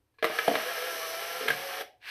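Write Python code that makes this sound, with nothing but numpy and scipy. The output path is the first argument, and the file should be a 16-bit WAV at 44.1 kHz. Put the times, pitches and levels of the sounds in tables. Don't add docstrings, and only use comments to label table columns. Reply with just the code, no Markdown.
import sys
import numpy as np
from scipy import signal
from scipy.fft import rfft, irfft
from scipy.io import wavfile

SR = 44100
rng = np.random.default_rng(int(sys.argv[2]) if len(sys.argv) > 2 else 0)


def to_wav(s):
    ch = np.atleast_2d(s).T
    pcm = np.round(np.clip(ch, -1, 1) * 32767)
    wavfile.write(sys.argv[1], SR, pcm.astype(np.int16))


N = 92610
T = np.arange(N) / SR
CONTACT_S = 0.0005

# frequency in Hz, relative level in dB.
RUB_COLOUR = [(100, -34), (330, -25.5), (900, -11), (1400, -13), (1630, 4.5), (1800, -3.5), (2300, -1.5),
              (2900, -5), (3250, -8.5), (4400, -10), (7000, -29)]
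# frequency in Hz, relative level in dB.
HISS_COLOUR = [(100, -29.5), (3000, 1.5), (4200, 3.5), (4950, 0.5), (6400, -3), (6950, -10), (7800, -5.5),
               (9200, -4), (11000, 1), (12800, 2.5), (14400, -5)]


def amp(db):
    return 10 ** (np.asarray(db) / 20)


def unit(x):
    return x / np.sqrt(np.mean(x ** 2) + 1e-20)


def curve(rows, column=1):
    rows = np.array(rows)
    return np.interp(T, rows[:, 0], rows[:, column])


def at_frequency(points, hz):
    f, value = np.transpose(points)
    return np.interp(np.log(hz + 1), np.log(f + 1), value)


def colour(x, points):
    log_gain = np.log(amp(at_frequency(points, abs(np.fft.fftfreq(4096, 1 / SR)))))
    taps = np.fft.ifft(np.exp(np.conj(signal.hilbert(log_gain)))).real[:2048]
    return signal.fftconvolve(x, taps / np.linalg.norm(taps))[:N]


def resonate(x, hz, width_hz):
    return signal.lfilter(*signal.iirpeak(hz, hz / width_hz, SR), x)


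def drift(rate_hz):
    hz = np.fft.rfftfreq(N, 1 / SR)
    return unit(irfft(rfft(rng.standard_normal(N)) / (1 + (hz / rate_hz) ** 4), N))


def grit(spread_db):
    return unit(rng.standard_normal(N) * amp(spread_db * np.clip(drift(1300), -2, 2)))


def ring(modes, start, rise=CONTACT_S):
    t = np.maximum(T[:SR // 3] - start % (1 / SR), 0)
    sound = sum(amp(db - 60 * t / t60) * np.cos(2 * np.pi * hz * t) for hz, db, t60 in modes)
    sound *= 1 - np.exp(-t / rise)
    sound = signal.lfilter(*signal.butter(3, 160, "high", fs=SR), sound)
    return np.concatenate([np.zeros(int(start * SR)), sound, np.zeros(N)])[:N]


def burst(start, decay, rise=CONTACT_S):
    t = np.maximum(T - start, 0)
    return (1 - np.exp(-t / rise)) * np.exp(-t / decay)


def button():
    # start in seconds, level in dB.
    presses = [(.141, -75.5), (.185, -52.5)]
    # frequency in Hz, relative level in dB, t60 in seconds.
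    modes = [(458, -8, 0.25), (1100, 2.5, 0.036), (1680, -0.5, 0.14), (2400, -4.5, 0.099), (4130, -7, 0.12)]
    sound = np.zeros(N)
    for start, db in presses:
        rub = colour(rng.standard_normal(N) * burst(start, decay=0.051), RUB_COLOUR)
        sound += amp(db) * (ring(modes, start) + amp(-6.5) * rub)
    return sound


def blows():
    # start in seconds, levels of case, latch, mirror, clatter
    # and snap in dB, decay of clatter and snap in seconds.
    strikes = [(0.2259, -18.5, -20.5, -49, -30.5, -38, 0.016), (.2438, -20, -29, -55, -21, -22, 0.0025),
               (.2495, -18, -27.5, -59, -32, -33, 0.016), (.299, -27, -41, -39, -49, -50, 0.0057),
               (0.388, -33.5, -13.5, -62, -25, -25.5, 0.0042), (.478, -34, -30, -28, -28.5, -38, 0.0045),
               (0.4803, -29, -39, -13.5, -29.5, -33, 0.0072), (.498, -40, -46, -32.5, -44, -55, 0.0065),
               (0.5134, -19, -46, -30, -42, -55, 0.016), (.541, -24, -52.5, -31, -37, -55, .004),
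               (0.5545, -30, -22, -29, -21.5, -34, 0.0071), (1.4813, -38.5, -18, -58, -26.5, -25, 0.0084),
               (1.485, -44.5, -20.5, -59.5, -30.5, -42, 0.0048), (1.5025, -35.5, -34, -33, -33, -32, 0.017),
               (1.81, -36, -29, -47.5, -42, -37, .004)]
    # frequency in Hz, relative level in dB, t60 in seconds.
    case = [(340.7, -23, 0.25), (456, -6.5, 0.1), (625, -4.5, 0.1), (1086, -19, 0.051)]
    latch = [(1294, -12, 0.065), (1655, -0.5, 0.03), (2040, -9.5, 0.038), (2334, -10, 0.05),
             (3053, -17.5, 0.048), (3200, -21, 0.07)]
    mirror = [(226.5, -19, 0.26), (287.7, -12.5, 0.18), (500, -4.5, 0.078), (618, -8, 0.042),
              (676, 3.5, 0.058), (765, -19.5, 0.14)]
    # frequency in Hz, relative level in dB.
    clatter_colour = [(40, -24.5), (120, -17.5), (250, -10), (500, 2.5), (750, -2.5), (930, -3),
                      (1200, 5.5), (1500, -2), (2200, 3.5), (2700, -9), (3600, -7.5), (5000, -18),
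                      (7000, -30), (15000, -29)]
    snap_colour = [(200, -38), (1300, -1), (2100, 3), (3600, 0), (5000, -9.5), (7000, -18), (12500, -9.5)]
    rings, shake, snap, cracks = np.zeros((4, N))
    for start, case_db, latch_db, mirror_db, clatter_db, snap_db, decay in strikes:
        for modes, db in (case, case_db), (latch, latch_db), (mirror, mirror_db):
            rings += amp(db) * ring(modes, start)
        shake += amp(clatter_db) * burst(start, decay)
        snap += amp(snap_db) * burst(start, decay)
        cracks[int(start * SR)] = amp(clatter_db + 18)
    clatter = colour(cracks + grit(2.2) * shake, clatter_colour)
    return rings + clatter + colour(grit(2.9) * snap, snap_colour)


def motor():
    # time in seconds, turns per second.
    speed = [(.226, 109.5), (.28, 151), (.4, 159), (.55, 160), (.645, 162), (.705, 173), (.775, 161.5),
             (.87, 171.5), (.98, 164), (1.1, 163), (1.19, 168), (1.41, 169.6), (1.53, 180.5), (1.62, 182.5),
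             (1.81, 183)]
    start_s, stop_s, spin_up_s, brake_s = 0.226, 1.82, 0.012, 0.0089
    angle = 2 * np.pi * np.cumsum(curve(speed) * (1 + 0.00302 * drift(39))) / SR
    running = np.clip((T - start_s) / spin_up_s, 0, 1) * np.exp(-np.maximum(T - stop_s, 0) / brake_s)
    return gear_whine(angle) * running, gear_whir(angle, running)


def gear_whine(angle):
    # time in seconds, levels of the 3rd, 4th and 8th multiple in dB.
    levels = [(.25, -42.5, -52, -49), (.61, -57, -42.5, -51), (.68, -39, -49, -51), (.745, -53, -45, -52),
              (.8, -42, -51, -49.5), (.88, -40, -44.5, -46.5), (.95, -47.5, -48, -49.5),
              (1.17, -54, -44.5, -48), (1.44, -44, -46, -48), (1.56, -53.5, -47, -64.5),
              (1.68, -46.5, -49.5, -56), (1.8, -51, -54, -72)]
    # multiple of the shaft speed, level in dB.
    weak = [(1, -71.5), (5, -60), (6, -58), (10, -62), (11, -57.5), (14, -57.5), (18, -59)]
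    strong = [(3, curve(levels, 1)), (4, curve(levels, 2)), (8, curve(levels, 3))]
    whine = np.zeros(N)
    for multiple, db in strong + weak:
        roughness = 1 + 0.28 * drift(31)
        phase = multiple * (angle + 0.03 * drift(54)) + 2 * np.pi * rng.random()
        whine += amp(db) * np.sqrt(2) * roughness * np.sin(phase)
    return whine


def gear_whir(angle, running):
    # time in seconds, level in dB.
    rattle_level = [(.23, -41.5), (.35, -39), (.6, -37), (.8, -38.5), (1.05, -41), (1.3, -40),
                    (1.45, -38.5), (1.65, -41), (1.81, -39.5)]
    hiss_level = [(.23, -56), (.36, -44), (.6, -42.5), (1.0, -42), (1.5, -44), (1.81, -46)]
    # frequency in Hz, relative level in dB.
    rattle_colour = [(60, -42.5), (215, -29.5), (290, -8.5), (450, 4.5), (590, -1.5), (800, 4), (920, -7.5),
                     (1100, 1), (1350, 3.5), (1480, -1), (1640, 7.5), (1950, 1), (2350, 3), (2600, -3),
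                     (3000, 1), (3600, -7.5), (4400, -6.5), (5200, -14), (7000, -29), (15000, -32)]
    # frequency in Hz, width in Hz, level in dB against the hiss.
    resonances = [(5298, 120, -10.5), (5847, 520, -9.5)]
    mesh = unit(np.exp(0.25 * np.cos(2 * angle)))
    impacts = grit(-2.5) * mesh * amp(curve(rattle_level) + 0.88 * drift(32))
    rattle = colour(impacts * running, rattle_colour)
    rub = amp(curve(hiss_level) + 0.5 * drift(50)) * running
    hiss = colour(grit(0.93) * rub, HISS_COLOUR)
    zing = np.zeros(N)
    for hz, width, db in resonances:
        band = resonate(mesh * rng.standard_normal(N), hz, width)
        zing += amp(db) * unit(resonate(band, hz, width))
    return rattle + hiss + zing * rub


def load_bumps_and_tones():
    # start in seconds, level in dB, frequency in Hz, decay in seconds.
    events = [(.68, -40.5, 1662, 0.17), (.925, -42, 450.3, 0.042), (1.0, -41, 1146, 0.084),
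              (1.406, -37.5, 441, 0.048), (1.41, -49.5, 251, 0.085), (1.451, -34.5, 442.7, 0.045),
              (1.491, -41, 151, 0.038), (1.797, -33, 430, .012)]
    sound = np.zeros(N)
    for start, db, hz, decay in events:
        phase = 2 * np.pi * hz * T
        band = drift(37) * np.cos(phase) + drift(37) * np.sin(phase)
        sound += amp(db) * burst(start, decay, rise=0.0046) * band
    return sound


def spring():
    # frequency in Hz, level in dB, t60 in seconds.
    modes = [(1614, -10, 0.038), (3690, -37, 0.051), (11600, -27.5, 0.017)]
    return ring(modes, start=1.5035, rise=0.0018)


def sheet_slide():
    start_s, rise_s = 1.992, 0.096
    speed = np.clip((T - start_s) / rise_s, 0, 1)
    rub = colour(grit(1.4) * amp(-38.5) * speed ** 2, RUB_COLOUR)
    fizz = colour(rng.standard_normal(N) * amp(-55) * speed ** 4.5, HISS_COLOUR)
    return rub + fizz


def room_tail(x):
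    # frequency in Hz, t60 in seconds.
    decay = [(150, 0.46), (400, 0.19), (700, 0.49), (1200, 0.18), (2200, 0.29), (5000, 0.26), (12000, 0.2)]
    hz, t, bands = signal.stft(rng.standard_normal(SR // 2), SR, nperseg=256)
    bands *= amp(-60 * t / at_frequency(decay, hz)[:, None])
    tail = signal.istft(bands, SR, nperseg=256)[1]
    tail *= np.clip((T[:len(tail)] - 0.004) / 0.009, 0, 1)
    return signal.fftconvolve(x, tail / np.linalg.norm(tail))[:N]


def standing_waves(x):
    # frequency in Hz, t60 in seconds, gain in dB.
    modes = [(658, .55, -6), (731, 0.51, -0.5)]
    return sum(amp(db) * resonate(x, hz, np.log(1000) / np.pi / t60) for hz, t60, db in modes)


def scene():
    # frequency in Hz, relative level in dB.
    floor_colour = [(25, -11.5), (50, -1), (110, 0), (170, -21), (300, -9.5), (500, -16), (7000, -32.5),
                    (14000, -30.5)]
    whine, whir = motor()
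    contacts = button() + blows() + load_bumps_and_tones() + spring() + sheet_slide()
    room = room_tail(amp(-12.5) * contacts + amp(-9) * whir + amp(-14.5) * whine)
    room += standing_waves(whine + whir)
    floor = amp(-74.5) * colour(rng.standard_normal(N), floor_colour)
    return (whine + whir + contacts + room + floor)[None]


def record(dry):
    dip_hz, dip_width_hz, edge_hz = 6970, 440, 14250
    heard = signal.lfilter(*signal.iirnotch(dip_hz, dip_hz / dip_width_hz, SR), dry)
    lowpass = signal.firwin(1023, edge_hz, window=("kaiser", 9), fs=SR)
    return signal.oaconvolve(heard, lowpass[None], "same")


dry = scene()
out = record(dry)
to_wav(out)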